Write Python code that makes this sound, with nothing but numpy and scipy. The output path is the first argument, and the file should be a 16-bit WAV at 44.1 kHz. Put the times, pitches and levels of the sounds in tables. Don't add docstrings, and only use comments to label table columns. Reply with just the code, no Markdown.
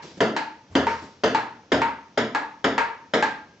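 import sys
import numpy as np
from scipy import signal
from scipy.fft import rfft, irfft, next_fast_len
from scipy.io import wavfile

SR = 44100
rng = np.random.default_rng(int(sys.argv[2]) if len(sys.argv) > 2 else 0)


def dump(signal):
    limited = np.clip(np.atleast_2d(signal).T, -1, 1)
    pcm = np.round(limited * 32767).astype(np.int16)
    wavfile.write(sys.argv[1], SR, pcm)


N = 158760

# start in seconds, level in dB, contact time in ms, deep boom in dB,
# upper boom in dB, tilt of the crack in dB per octave, click in dB.
FAR_BOUNCES = [(.2053, 0, 0.62, 3, 2, -0.5, 3), (1.2362, -1, 0.64, 4, 2.5, 1, -4),
               (2.1752, -2.5, 0.578, 5.5, -1.5, 1, -1), (3.137, -1.5, 0.56, -1, 3, .5, 1.5)]
NEAR_BOUNCES = [(.753, 0.34, 0.63, 0.5, 0.027, 0.22, 4.2), (1.7193, -0.071, 0.59, 0.5, 0.19, 0.18, 2),
                (2.6435, -1.2, .59, -4.5, 0.013, 0.12, 5.9)]
# frequency in Hz, t60 in seconds, level in dB when struck on
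# the far half, level in dB when struck on the near half.
TABLE_MODES = [(82.6, 0.59, -24.5, -6), (118.7, 0.29, -10, -8.5), (145.2, 0.23, -22.5, -9.5),
               (225.5, 0.067, -3.5, -1.5), (271, 0.17, -10, 4), (328, 0.081, -14, -17.5),
               (409, 0.12, -16, -9.5), (461.5, 0.11, 7, 4.5), (596, 0.36, -11, -13)]
# frequency in Hz, t60 in seconds, level in dB.
CLICK_MODES = [(1481, 0.03, 0.5), (3150, 0.019, 4.5), (4900, .014, -16.5), (6400, 0.011, -16)]
# start in seconds, level in dB, blade pitch in Hz, ring in dB,
# extra level of the upper modes in dB, tilt of the crack in dB per octave.
FAR_STROKES = [(0.3651, -3, 897, 3.5, -1, 5.9), (1.348, 0.5, 887, 2.5, -1.5, 2.9),
               (2.3489, 0, 893, 0, 7.5, 1.5), (3.2259, 0.5, 871.4, 2.5, 9.5, 3)]
NEAR_STROKES = [(-.2, 0.88, 918, 1.1, 5, 0), (.869, -2.35, 918, -1, -26, -0.1),
                (1.818, -1.8, 918.5, 1.2, -21.5, 0.6), (2.780, 1, 922.3, -1.5, -1, 0.76)]
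# multiple of the blade pitch, t60 in seconds, level in dB.
FAR_BLADE_MODES = [(0.346, 0.096, -7.5), (1, 0.048, 4), (1.84, 0.071, -7)]
NEAR_BLADE_MODES = [(0.297, 0.045, -18.5), (0.998, 0.085, 5.5), (1.74, .055, -2.5), (2.351, 0.067, -10.5)]
# frequency in Hz, level in dB.
TABLE_CRACK = [(20, -43.5), (50, -43), (110, -10.5), (220, -1), (450, 3), (700, 0), (1050, -5.5),
               (1500, 2.5), (2200, 7.5), (2700, 9), (3300, 8), (4800, 11), (6800, 9.5), (8000, -3.5)]
FAR_BAT_CRACK = [(60, -27), (130, -15.5), (420, 9.5), (620, 3), (1000, 7.5), (1400, 9), (2000, -1.5),
                 (2700, -7.5), (3400, -21.5), (4300, -13), (5500, -26.5), (7500, -44)]
NEAR_BAT_CRACK = [(60, -3), (130, -38), (450, 7), (740, -4), (1050, 6.5), (1450, 8), (2100, 2),
                  (2700, -4.5), (3400, -17), (4500, -16), (6000, -27.5), (7500, -42)]
# frequency in Hz, t60 in seconds, side against mid in dB.
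ROOM = [(80, 0.38, -24), (200, 0.54, -20), (374, .44, -22.5), (690, .42, -15.5), (1000, 0.49, -7),
        (1500, 0.43, -10), (3170, 0.44, -2.5), (7160, 0.33, -5.5)]
# delay in seconds, level in dB against the diffuse tail.
PATHS = [(0, -13), (.0015, -23.5), (.0054, -21.5), (.0076, -17.5)]
# start in seconds, level in dB,
# rise in seconds, t60 in seconds.
SWISHES = [(.02, -44.5, 0.0081, 0.8), (.86, -41.5, 0.029, 0.79)]
STEPS = [(.015, -42, 0.025, 0.6), (.165, -38, 0.014, 0.11), (1.015, -38.5, 0.012, 0.35)]
THUDS = [(.695, -39.5, .035, 0.86)]
# frequency in Hz, level in dB.
SWISH_SPECTRUM = [(300, -22.5), (1000, 2.5), (2500, 4), (5500, 5), (7500, -6.5)]
STEP_SPECTRUM = [(50, -21), (150, -8), (300, -8), (500, -10.5), (1000, -29), (6000, -36.5)]
THUD_SPECTRUM = [(15, -35), (35, -9), (65, 14.5), (95, 19), (170, -10.5), (500, -5), (4000, -27)]
ROOM_TONE_SPECTRUM = [(25, -7.5), (60, 3), (115, 5), (230, 6), (500, 0), (1000, -8.5), (2000, -11),
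                      (4000, -15.5), (6000, -14), (7500, -27)]
# frequency in Hz, phase lead of the left in radians,
# excess level of the left in dB.
PORTS = [(200, 0, 0), (600, -.1, .8), (860, 0, 1.8), (1080, -1.1, .3), (1500, -.85, 0), (2300, -.45, .3),
         (3000, -.6, .2), (6000, -.05, .4)]

BOUNCE_CRACK_DB, BOUNCE_RING_DB, CLICK_DB = 17, 2.5, -8.5
DEEP_BELOW_HZ, BOOM_DELAY_S = 300, .003
FAR_CRACK_DB, FAR_RING_DB, NEAR_CRACK_DB, NEAR_RING_DB = 6.5, 2, 10, 5
BLADE_DIRECT_DB, BLADE_DIRECT_T60_S = -2.5, .12
EARLY_DB, EARLY_T60_S, BUILD_S = 1, .035, .002
ROOM_TONE_DB = -55
LOW_CUT_HZ, OVERLOAD, CUTOFF_HZ = 73, 0.48, 7650
LEAD_S, TAIL_S = .5, 1.0

T = np.arange(int(TAIL_S * SR)) / SR
SIZE = next_fast_len(2 * len(T))
HZ = np.maximum(np.arange(SIZE // 2 + 1) * SR / SIZE, 1)


def push(contact_ms, loss):
    z = 2j * np.pi * HZ * contact_ms / 1000 + loss
    return (1 + np.exp(-z)) / (1 + (z / np.pi) ** 2)


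def table(bounces, axis):
    out = silence()
    for s, db, contact_ms, deep_db, upper_db, tilt_db, click_db in bounces:
        space = room()
        click = sum(direct(mode(hz, t60), CLICK_DB + click_db + mode_db)
                    for hz, t60, mode_db in CLICK_MODES)
        force = push(contact_ms, loss=0.42)
        crack = heard(force * tilted(TABLE_CRACK, tilt_db), space, BOUNCE_CRACK_DB)
        boom = 0
        for row in TABLE_MODES:
            hz, t60 = row[:2]
            boom_db = deep_db if hz < DEEP_BELOW_HZ else upper_db
            boom = boom + heard(mode(hz, t60), space, BOUNCE_RING_DB + row[axis] + boom_db)
        add(out, s, from_db(db) * (click + crack))
        add(out, s + BOOM_DELAY_S, from_db(db) * boom)
    return out


def bat(strokes, blade, crack_spectrum, crack_db, ring_db):
    out = silence()
    for s, db, pitch_hz, blade_db, upper_db, tilt_db in strokes:
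        space = room()
        sound = heard(tilted(crack_spectrum, tilt_db), space, crack_db)
        for k, (ratio, t60, mode_db) in enumerate(blade):
            hz = pitch_hz * ratio
            level_db = ring_db + blade_db + mode_db
            if k > 1:
                level_db += upper_db
            sound += heard(mode(hz, t60), space, level_db)
            sound += direct(mode(hz, BLADE_DIRECT_T60_S), level_db + BLADE_DIRECT_DB)
        add(out, s, from_db(db) * sound)
    return out


def movements(events, spectrum):
    out = silence()
    for s, db, rise, t60 in events:
        swell = np.minimum(T / rise, 1)
        decay = dying(t60) / np.interp(np.minimum(T, rise), T, dying(t60))
        add(out, s, from_db(db) * diffuse(spectrum, len(T)) * swell * decay)
    return out


def room_tone():
    return from_db(ROOM_TONE_DB) * diffuse(ROOM_TONE_SPECTRUM, N)


def room():
    noise = rfft(diffuse([(1, 0), (SR, 0)], len(T)))
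    hz = np.maximum(np.arange(noise.shape[1]) / TAIL_S, 1)
    centres = np.log(np.array(ROOM)[:, 0])
    early = from_db(EARLY_DB) * dying(EARLY_T60_S)
    tail = 0
    for share, (_, t60, _) in zip(np.eye(len(ROOM)), ROOM):
        band = irfft(noise * np.interp(np.log(hz), centres, share), len(T))
        tail = tail + band * (dying(t60) + early)
    tail = tail * (1 - np.exp(-T / BUILD_S))
    paths = sum(from_db(db) * np.exp(-2j * np.pi * HZ * s) for s, db in PATHS)
    return rfft(tail / np.sqrt(np.sum(tail ** 2) / 2), SIZE) + paths


def heard(source, space, db):
    x = irfft(source * space, SIZE)[:, :len(T)]
    return from_db(db) * x / np.sqrt(np.sum(x ** 2) / 2)


def direct(source, db):
    return heard(source, np.ones((2, 1)), db)


def mode(hz, t60):
    width = np.log(1000) / (np.pi * t60)
    return 1j * HZ * width / (hz ** 2 - HZ ** 2 + 1j * HZ * width)


def tilted(spectrum, tilt_db):
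    return colour(at_hz(spectrum, HZ) + tilt_db * np.log2(np.maximum(HZ, 100) / 1000))


def colour(db):
    cepstrum = irfft(np.log(from_db(db)), SIZE)
    cepstrum[1:SIZE // 2] *= 2
    cepstrum[SIZE // 2 + 1:] = 0
    return np.exp(rfft(cepstrum))


def diffuse(spectrum, size):
    hz = np.maximum(np.arange(size // 2 + 1) * SR / size, 1)
    mid, side = rfft(rng.standard_normal((2, size)))
    side = side * from_db(at_hz(ROOM, hz, axis=2))
    stereo = mid + side * [[1], [-1]]
    x = irfft(stereo * from_db(at_hz(spectrum, hz)), size)
    return x / x.std()


def dying(t60):
    return from_db(-60 * T / t60)


def from_db(db):
    return 10 ** (np.asarray(db) / 20)


def at_hz(points, hz, axis=1):
    points = np.array(points)
    return np.interp(np.log(hz), np.log(points[:, 0]), points[:, axis])


def silence():
    return np.zeros((2, N + int(LEAD_S * SR)))


def add(out, s, sound):
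    i = int((s + LEAD_S) * SR)
    out[:, i:i + sound.shape[1]] += sound[:, :out.shape[1] - i]


def scene():
    rally = table(FAR_BOUNCES, axis=2) + table(NEAR_BOUNCES, axis=3)
    rally += bat(FAR_STROKES, FAR_BLADE_MODES, FAR_BAT_CRACK, FAR_CRACK_DB, FAR_RING_DB)
    rally += bat(NEAR_STROKES, NEAR_BLADE_MODES, NEAR_BAT_CRACK, NEAR_CRACK_DB, NEAR_RING_DB)
    players = movements(SWISHES, SWISH_SPECTRUM) + movements(STEPS, STEP_SPECTRUM)
    players += movements(THUDS, THUD_SPECTRUM)
    return (rally + players)[:, -N:] + room_tone()


def record(dry):
    size = next_fast_len(N + SR)
    hz = np.maximum(np.arange(size // 2 + 1) * SR / size, 1)
    port = np.exp(1j * at_hz(PORTS, hz)) * from_db(at_hz(PORTS, hz, axis=2))
    left = irfft(rfft(dry[0], size) * port, size)[:N]
    low_cut = signal.butter(2, LOW_CUT_HZ, "high", fs=SR, output="sos")
    x = signal.sosfilt(low_cut, [left, dry[1]])
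    rounded = OVERLOAD * np.tanh(x / OVERLOAD)
    top_cut = signal.ellip(8, .5, 70, CUTOFF_HZ, fs=SR, output="sos")
    return signal.sosfilt(top_cut, rounded)


dry = scene()
out = record(dry)
dump(out)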